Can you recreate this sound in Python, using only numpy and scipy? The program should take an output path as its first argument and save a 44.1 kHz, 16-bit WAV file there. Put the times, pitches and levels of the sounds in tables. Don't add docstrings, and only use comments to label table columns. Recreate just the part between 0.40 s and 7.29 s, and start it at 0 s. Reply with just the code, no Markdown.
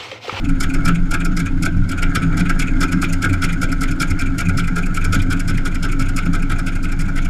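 import sys
import numpy as np
from scipy import signal
from scipy.fft import rfft, irfft
from scipy.io import wavfile
from scipy.ndimage import uniform_filter1d

SR = 44100
rng = np.random.default_rng(int(sys.argv[2]) if len(sys.argv) > 2 else 0)


def volts_from_db(level):
    exponent = np.asarray(level, float) / 20
    return 10 ** exponent


def unload_wav(signal):
    wavfile.write(
        sys.argv[1],
        SR,
        np.round(np.clip(np.atleast_2d(signal).T, -1, 1) * 32767).astype(np.int16),
    )


N = 303849


def rms_one(x):
    return x / np.sqrt(np.mean(x ** 2) + 1e-20)


def in_time(rows):
    s, values = np.transpose(rows)
    return np.interp(np.arange(N) / SR, s, values)


def band(x, low_hz, high_hz):
    return signal.sosfilt(signal.butter(2, [low_hz, high_hz], "band", fs=SR, output="sos"), x + 1e-18)


def coloured(spectrum, white):
    hz, db = np.transpose(spectrum)
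    log_hz = np.log(np.arange(N // 2 + 1) * SR / N + 1)
    gain = volts_from_db(np.interp(log_hz, np.log(hz), db, -90, -90))
    return irfft(rfft(white) * rms_one(gain), N)


def resonate(x, modes, wander_db=0.):
    out = 0
    for k, (hz, width_hz, db) in enumerate(modes):
        r = np.exp(-np.pi * width_hz / SR)
        wander = np.interp(np.arange(N), np.linspace(0, N, 200), rng.standard_normal(200))
        drive = x * volts_from_db(wander_db * wander) + 1e-18
        ring = signal.lfilter([1, 0, -1], [1, -2 * r * np.cos(2 * np.pi * hz / SR), r * r], drive)
        out = out + (-1) ** k * volts_from_db(db) * (1 - r * r) / 2 * ring
    return out


def evened(x, span_s, share):
    x = rms_one(x)
    power = uniform_filter1d(x * x, int(span_s * SR))
    return x / (power + 0.036) ** (share / 2)


def turbulence(grit_db, cut_hz):
    lowpass = signal.butter(2, cut_hz, fs=SR, output="sos")
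    flutter = rms_one(signal.sosfilt(lowpass, rng.standard_normal(N)))
    return rms_one(rng.standard_normal(N) * volts_from_db(grit_db * flutter))


def grains(per_s, spread_db):
    sizes = volts_from_db(spread_db * np.minimum(rng.exponential(1, N), 4))
    signs = rng.choice([-1, 1], N)
    return rms_one(sizes * signs * (rng.random(N) < per_s / SR))


CYCLE_STARTS_S = [-0.044, .2095, .457, 1.231, 1.755, 2.198, 2.413, 2.826, 3.025, 3.989, 4.365, 4.549,
                  4.7295, 4.909, 5.432, 6.104, 6.432, 6.93]
CYCLES_DONE = [0, 1, 2, 5, 7, 9, 10, 12, 13, 18, 20, 21, 22, 23, 26, 30, 32, 35]


def crank_angle(s):
    return np.interp(s, CYCLE_STARTS_S, CYCLES_DONE)


# place in the cycle 0-1, opening time in s, mouth in dB, whistle in dB, hum in dB.
STACKS = [
    (-.004, .005, -1, -2.5, -14.5),
    (.108, 0.0078, 0, -10.5, -14),
    (.372, .008, 2, -17, -1.5),
    (.545, 0.0057, -7, -5.5, -13.5),
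    (.8, .009, -1, -2.5, -3),
]
# jet hiss in dB, upper housing ring in dB, lower housing ring in dB.
USUAL_PUFF = [
    (-29.5, -27, -23),
    (-30, -24, -22),
    (-44.5, -33, -34),
    (-33, -27, -26),
    (-57, -44, -40),
]
# time in s, then jet, upper ring and lower ring in dB.
SCATTER = [.0008, 1.2, 2.0, 2.5]
# time in s, strength in dB.
CHARGE = [(0, .5), (1.3, 1.1), (1.5, -3), (1.75, 3), (2.0, -2.2), (2.2, 1.1), (2.45, 2.5), (3.0, 1.1),
          (3.3, .1), (3.6, 1.5), (3.8, -1.1), (4.1, .4), (4.4, -3), (4.75, 1.1), (5.1, -3), (5.5, -2.5),
          (6.1, -5), (6.89, -6)]
# time in s, then gain of jet, upper ring and lower ring in dB.
RICH = [(.456, 2.5, 2.5, 1.5), (.485, .1, 2.5, 6), (.744, .1, 1.5, 3), (.809, 4, 2.5, 7),
        (.854, 2.5, -1.5, 2.5), (1.065, 3, 2.5, 6), (1.259, .1, -1.5, 3), (1.585, 4, 1.5, 9),
        (1.628, 1.5, 8, 4), (1.756, 2.5, 5, 2.5), (1.93, 5, 11, 11), (2.06, -1.5, 2.5, 8), (2.099, 4, 6, 9),
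        (2.198, 2.5, 5, -3), (2.434, .6, -.6, 3), (2.623, .6, -.6, 3), (3.025, -1.5, 2.5, 5),
        (3.22, .1, -2.5, 4), (3.486, -.6, .6, 6), (3.605, .1, .1, 3), (3.624, 3, 1.5, 2.5),
        (4.093, -1.5, 1.5, 4), (4.386, -1.5, -4, 4), (4.649, 2.5, 1.5, 5), (5.001, 4, -.6, .6),
        (5.257, .6, -3, 5), (5.449, -3, -6, 3), (5.768, 4, -.6, -3), (5.936, -1.5, -3, 4),
        (6.192, 4, -.6, 6)]
# time in s, then loss of jet, upper ring and lower ring in dB.
LEAN = [(.094, 7, 5, 3), (.236, -.6, 2.5, 5), (.715, .6, 3, .6), (1.001, .6, 3, 4), (1.495, 1.5, 4, 7),
        (1.828, -1.5, -1.5, -1.5), (2.223, 4, -1.5, 6), (2.277, 2.5, -3, 6), (2.488, 1.5, 3, 10),
        (2.643, 5, -.6, 8), (2.899, -1.5, -2.5, 8), (3.045, -3, -1.5, 6), (3.131, 2.5, 2.5, 9),
        (3.295, 2.5, 2.5, 10), (3.415, 1.5, 4, .6), (3.436, 1.5, .6, 5), (3.515, 2.5, 5, 8),
        (3.682, -.6, 9, 14), (3.796, .1, -5, 18), (3.867, -1.5, -2.5, 8), (4.06, .6, -3, 9),
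        (4.178, -.6, -3, 11), (4.433, -1.5, -4, 8), (4.464, 1.5, 7, 1.5), (4.549, .1, 3, 18),
        (4.825, 2.5, 5, 16), (5.274, 2.5, 4, 16), (5.62, 1.5, 1.5, 8), (6.433, 2.5, 14, 10),
        (6.615, -1.5, 7, 7)]
# time in s, loss in
# dB.
MISFIRES = [(-.015, 25), (.598, 25), (1.113, 25), (1.328, 14), (1.372, 16), (1.78, 25), (1.876, 22),
            (2.315, 22), (3.902, 22)]


def puffs():
    angle = (np.arange(CYCLES_DONE[-1])[:, None] + np.array(STACKS)[:, 0]).ravel()
    stack = np.arange(len(angle)) % len(STACKS)
    chance = rng.standard_normal((len(angle), 4)) * SCATTER
    s = np.interp(angle, CYCLES_DONE, CYCLE_STARTS_S) + chance[:, 0]
    charge_db = np.interp(s, *np.transpose(CHARGE))
    follows = [1, .8, .9]
    db = np.array(USUAL_PUFF)[stack] + charge_db[:, None] * follows + chance[:, 1:]
    for rows, sign in [(RICH, 1), (LEAN, -1), (MISFIRES, -1)]:
        for at, *change_db in rows:
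            k = np.abs(s - at).argmin()
            s[k] = at
            db[k] += sign * np.array(change_db) - chance[k, 1:]
    return s, stack, *db.T


def blowdown(times, levels_db, rises, lag, fall, tail, tail_db):
    leak_db, leak_s = -17, .012
    power = np.zeros(N)
    for s, db, rise in zip(times, levels_db, rises):
        first, last = np.clip([int((s - .04) * SR), int((s + .13) * SR)], 0, N)
        t = np.arange(first, last) / SR - s - lag
        opening = np.exp(-(np.maximum(-t, 0) / rise) ** 2.7)
        leak = volts_from_db(2 * leak_db) * np.exp(2 * np.minimum(t, 0) / leak_s)
        after = np.maximum(t, 0)
        lingering = volts_from_db(2 * tail_db) * (1 - np.exp(-after / fall)) * np.exp(-after / tail)
        emptying = np.exp(-(after / fall) ** 2) + lingering
        power[first:last] += volts_from_db(2 * db) * np.maximum(opening, leak) * emptying
    return np.sqrt(power)


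# frequency in Hz, level in dB per Hz.
JET = [(3500, -69), (4100, -4), (4500, -3), (5800, -4), (6350, -10), (6800, 0), (8600, -4.5), (9300, -8),
       (10200, -4.5), (12200, -11.5), (12700, -20), (15300, -15.5), (15600, -50)]


def jet_hiss(s, jet_db, rise):
    envelope = blowdown(s, 1.074 * jet_db - .5, rise, lag=0.00017, fall=0.0052, tail=0.0048, tail_db=-7)
    return coloured(JET, envelope * (turbulence(2.3, 360) + 0.55 * grains(1200, spread_db=4.5)))


# frequency in Hz, width in Hz, level in dB.
WHISTLE = [(5230, 304, 0)]


def stack_whistle(s, whistle_db, rise):
    envelope = blowdown(s, whistle_db, rise, lag=0.00033, fall=0.0085, tail=0.0073, tail_db=0)
    return volts_from_db(12) * resonate(envelope * turbulence(2.0, 300), WHISTLE, wander_db=3.5)


# frequency in Hz, width in Hz, level in dB.
PORT_HUM = [(6700, 450, 3.5), (7490, 860, -5.5), (8600, 450, -5.5), (4300, 230, -9)]


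def port_hum(s, hum_db, rise):
    envelope = blowdown(s, hum_db, rise, lag=0.00086, fall=0.01, tail=0.0079, tail_db=-0.5)
    return volts_from_db(11.5) * resonate(envelope * turbulence(1.2, 300), PORT_HUM, wander_db=3.5)


# frequency in Hz, width in Hz, level in dB.
MOUTH = [(3320, 520, 2.5), (3700, 830, -25)]


def stack_mouth(s, mouth_db, rise):
    envelope = blowdown(s, mouth_db, 1.07 * rise, lag=0.0022, fall=0.01, tail=0.01, tail_db=-3)
    ring = resonate(envelope * turbulence(3.5, 580), MOUTH, wander_db=3.0)
    return volts_from_db(12) * band(ring, 2670, 6400)


# frequency in Hz, width in Hz, level in dB.
KNOCK = [(2410, 130, 0), (2560, 200, -7)]


def clamp_knock(s, upper_db, rise):
    envelope = blowdown(s, upper_db, rise, lag=0.004, fall=0.008, tail=0.01, tail_db=-4)
    return volts_from_db(19) * resonate(envelope * turbulence(2.5, 300), KNOCK, wander_db=2.5)


# frequency in Hz, width in Hz, level in dB.
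SMALL_PANELS = [(330.5, 15, 5.5), (368.8, 27, 1.5), (421, 38, -2.5), (545.6, 83, -8), (682, 43, -4),
                (863, 127, -11.5)]


def panel_thud(lower):
    return volts_from_db(6.8) * resonate(lower * turbulence(1.1, 200), SMALL_PANELS, wander_db=3)


def housing(modes, low_hz, high_hz, envelope, cracks):
    drive = 0.74 * turbulence(2.8, 340) + grains(350, spread_db=4.5)
    rings = band(resonate(drive, modes, wander_db=3.5), low_hz, high_hz)
    crack_ring = band(resonate(cracks, modes), low_hz, high_hz)
    return envelope * evened(rings, span_s=0.018, share=0.82) + crack_ring


# frequency in Hz, width in Hz, level in dB.
UPPER_RING = [(2102, 210, -1.5), (2230, 134, 4.5), (2325, 128, 5.5), (2450, 234, 0), (2714, 750, -6.5)]
# frequency in Hz, width in Hz, level in dB.
LOWER_RING = [(1320, 34.6, 2), (1405.6, 48, 2), (1462, 68, 2.5), (1561, 77, -1), (1597, 58, -0.5)]
# time in s, peak in dB.
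CRACKS = [(0.4868, -2), (0.7392, -4), (1.264, -18), (1.628, -21), (1.7588, -1), (2.0983, -16), (2.5333, -6),
          (2.6205, -22), (3.03, -6), (3.7983, -13), (4.1824, -2), (4.576, -2)]


def exhaust():
    s, stack, jet_db, upper_db, lower_db = puffs()
    _, rise, mouth_db, whistle_db, hum_db = np.array(STACKS)[stack].T
    mouth_db = mouth_db + 0.26 * jet_db + 0.43 * upper_db + 0.4 * lower_db - 7.5
    upper = blowdown(s, upper_db, 1.43 * rise, lag=0.0051, fall=0.0059, tail=0.013, tail_db=-5)
    lower = blowdown(s, lower_db, 1.92 * rise, lag=0.0078, fall=0.0074, tail=0.014, tail_db=-2.5)
    third = stack == 2
    cracks = np.zeros(N)
    for at, db in CRACKS:
        cracks[round(at * SR)] = volts_from_db(db)
    out = jet_hiss(s, jet_db, rise)
    out = out + stack_whistle(s, jet_db + whistle_db, rise)
    out = out + port_hum(s, jet_db + hum_db, rise)
    out = out + stack_mouth(s, mouth_db, rise)
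    out = out + clamp_knock(s[third], upper_db[third], rise[third])
    out = out + panel_thud(lower)
    out = out + volts_from_db(-2.5) * housing(UPPER_RING, 1270, 2740, upper, volts_from_db(16) * cracks)
    return out + volts_from_db(-2.5) * housing(LOWER_RING, 1100, 1735, lower, volts_from_db(28) * cracks)


def firings(angle, spread_db):
    cylinders, jitter_s = 14, .0015
    at = np.flatnonzero(np.diff(np.floor(angle * cylinders)) > 0)
    draws = rng.standard_normal((len(at), 3))
    at = np.clip(at + (draws[:, 2] * jitter_s * SR).astype(int), 0, N - 1)
    kicks = np.zeros(N)
    kicks[at] = volts_from_db(spread_db * draws[:, 0]) * np.sign(draws[:, 1])
    return rms_one(kicks)


# level at the start in dB, fade in dB per s.
SHAKE_LEVELS = [
    (-27, .4),
    (-27, .5),
    (-28, .6),
]
# time in s, rise in dB.
SPAR_BOOMS = [(0, 5), (.45, 3), (.85, -7), (1.4, 9), (1.87, 7), (2.45, 3), (2.89, 8), (3.74, 5), (4.1, 10),
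              (4.76, 11), (5.1, 8), (5.61, 7), (6.12, 4), (6.63, 4)]
# time in s, rise in dB.
SKIN_BOOMS = [(0, 3), (.51, 10), (.95, 7), (1.33, 6), (1.87, 8), (2.06, 7), (2.6, 9), (3.2, 6), (4.12, 7),
              (4.38, 6), (4.76, 4), (5.1, 5), (5.95, 7), (6.63, 5)]
# time in s, rise in dB.
COWL_BOOMS = [(0, 9), (.34, 6), (1.19, 3), (1.95, 6), (2.38, 7), (2.56, 7), (2.89, 5), (3.3, 5), (3.55, 5),
              (3.91, 4), (4.9, 6), (5.63, 5), (5.93, 4)]


def shaking():
    boom_s = .12
    t = np.arange(0, N, 64) / SR
    levels_db = []
    for (db, fade), booms in zip(SHAKE_LEVELS, [SPAR_BOOMS, SKIN_BOOMS, COWL_BOOMS]):
        swell_db = sum(rise_db * np.exp(-((t - s) / boom_s) ** 2) for s, rise_db in booms)
        levels_db.append(np.interp(np.arange(N) / SR, t, db - fade * t + swell_db))
    return levels_db


# frequency in Hz, width in Hz, level in dB.
SPAR = [(89.8, 4.5, 4), (102.3, 33, -13.5), (123.7, 7.9, -4.5)]
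# frequency in Hz, width in Hz, level in dB.
SKIN = [(150.5, 6.9, -11.5), (170.4, 4.67, -1.5), (185.6, 9.3, -10), (202.3, 21.4, -18.5)]
# frequency in Hz, width in Hz, level in dB.
COWL = [(252.6, 11.4, -8.5), (272, 6.7, 1), (280.9, 5.5, -4), (301, 4.2, -5)]


def airframe(angle):
    kicks, out = firings(angle, spread_db=5), 0
    for modes, level_db in zip([SPAR, SKIN, COWL], shaking()):
        drive = kicks + .5 * rng.standard_normal(N)
        boom = band(resonate(drive, modes), 0.86 * modes[0][0], 1.203 * modes[-1][0])
        out = out + volts_from_db(level_db) * evened(boom, span_s=0.17, share=0.68)
    drive = kicks + 2.0 * rng.standard_normal(N)
    rattle = rms_one(band(resonate(drive, SMALL_PANELS, wander_db=3), 341, 1220))
    return out + volts_from_db(0.76 * in_time(CLATTER) - 13.5) * rattle


THROB_ORDERS = [4, 5, 6, 7]
THROB_LAG_RAD = [-0.28, 3, 4, 0.05]
THROB_DB = [-17.5, -22.5, -22, -20.5]
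# frequency in Hz, gain in dB.
MOUNT = [(14, -6), (17, -7), (19.8, -10), (21.3, -1.5), (24, .6), (28, -.1), (29.6, -12), (32, -22)]
# order of the cycle, level in dB.
STEADY_ORDERS = [(2, -37), (3, -33.5), (9, -50), (11, -44)]


def throb(angle):
    lope_db, settled_db, settle_s = 3.5, .8, 4.6
    turn, t = 2 * np.pi * angle, np.arange(N) / SR
    cycles_per_s = uniform_filter1d(np.gradient(angle) * SR, SR // 4)
    waver_db = np.where(t < settle_s, lope_db, settled_db)
    hz, mount_db = np.transpose(MOUNT)
    cycles = np.arange(CYCLES_DONE[-1] + 1)
    out = 0
    for k, lag, db in zip(THROB_ORDERS, THROB_LAG_RAD, THROB_DB):
        chance = np.interp(angle, cycles, rng.standard_normal(len(cycles)))
        passed_db = np.interp(np.log(k * cycles_per_s), np.log(hz), mount_db)
        level_db = db + passed_db + uniform_filter1d(waver_db * chance, SR // 20)
        out = out + volts_from_db(level_db) * np.cos(k * turn + lag)
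    for k, db in STEADY_ORDERS:
        out = out + volts_from_db(db) * np.cos(round(k) * turn)
    return np.sqrt(2) * out


# time in s, level in dB.
CLATTER = [(0.0, -43.5), (0.4, -33), (0.55, -39.5), (1.32, -42.5), (1.76, -32.5), (3.8, -39), (4.22, -37),
           (6.89, -40.5)]


def clatter(angle):
    drive = 0.56 * firings(angle, spread_db=-3) + 0.83 * turbulence(2.3, 180) + 0.52 * grains(250, spread_db=4)
    lower = rms_one(band(resonate(drive, LOWER_RING, wander_db=2.5), 1227, 2300))
    upper = rms_one(band(resonate(drive, UPPER_RING, wander_db=3.5), 1880, 2170))
    hiss = rms_one(resonate(drive, PORT_HUM + WHISTLE + MOUTH))
    return volts_from_db(in_time(CLATTER)) * (lower + volts_from_db(-10.5) * upper + volts_from_db(-19.5) * hiss)


# frequency in Hz, level in dB per Hz.
WASH = [(12, -7), (25, 4), (45, -9.5), (70, -7), (300, -15), (500, -49.5), (1100, -37), (3000, -45),
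        (7000, -57.5), (9000, -60), (15000, -71.5)]


def propeller_wash():
    return volts_from_db(-26) * coloured(WASH, rng.standard_normal(N))


# time in s, peak in dB.
BANGS = [(1.762, -12), (1.776, -6.5), (3.05, -6), (3.247, -8), (4.768, -7.5)]


def bangs():
    t = np.arange(N) / SR
    return sum(-volts_from_db(db) * np.exp(-((t - s) / .0011) ** 2) for s, db in BANGS)


def scene():
    angle = crank_angle(np.arange(N) / SR)
    return (exhaust() + airframe(angle) + throb(angle) + clatter(angle) + propeller_wash() + bangs())[None]


def roll_off(x):
    return signal.sosfilt(signal.butter(12, 15540, fs=SR, output="sos"), x)


def record(dry):
    cut = signal.sosfilt(signal.cheby2(12, 50, 15600, fs=SR, output="sos"), dry)
    mix = 2.508 * np.tanh(cut / 2.477)
    return roll_off(mix)


dry = scene()
out = record(dry)
unload_wav(out)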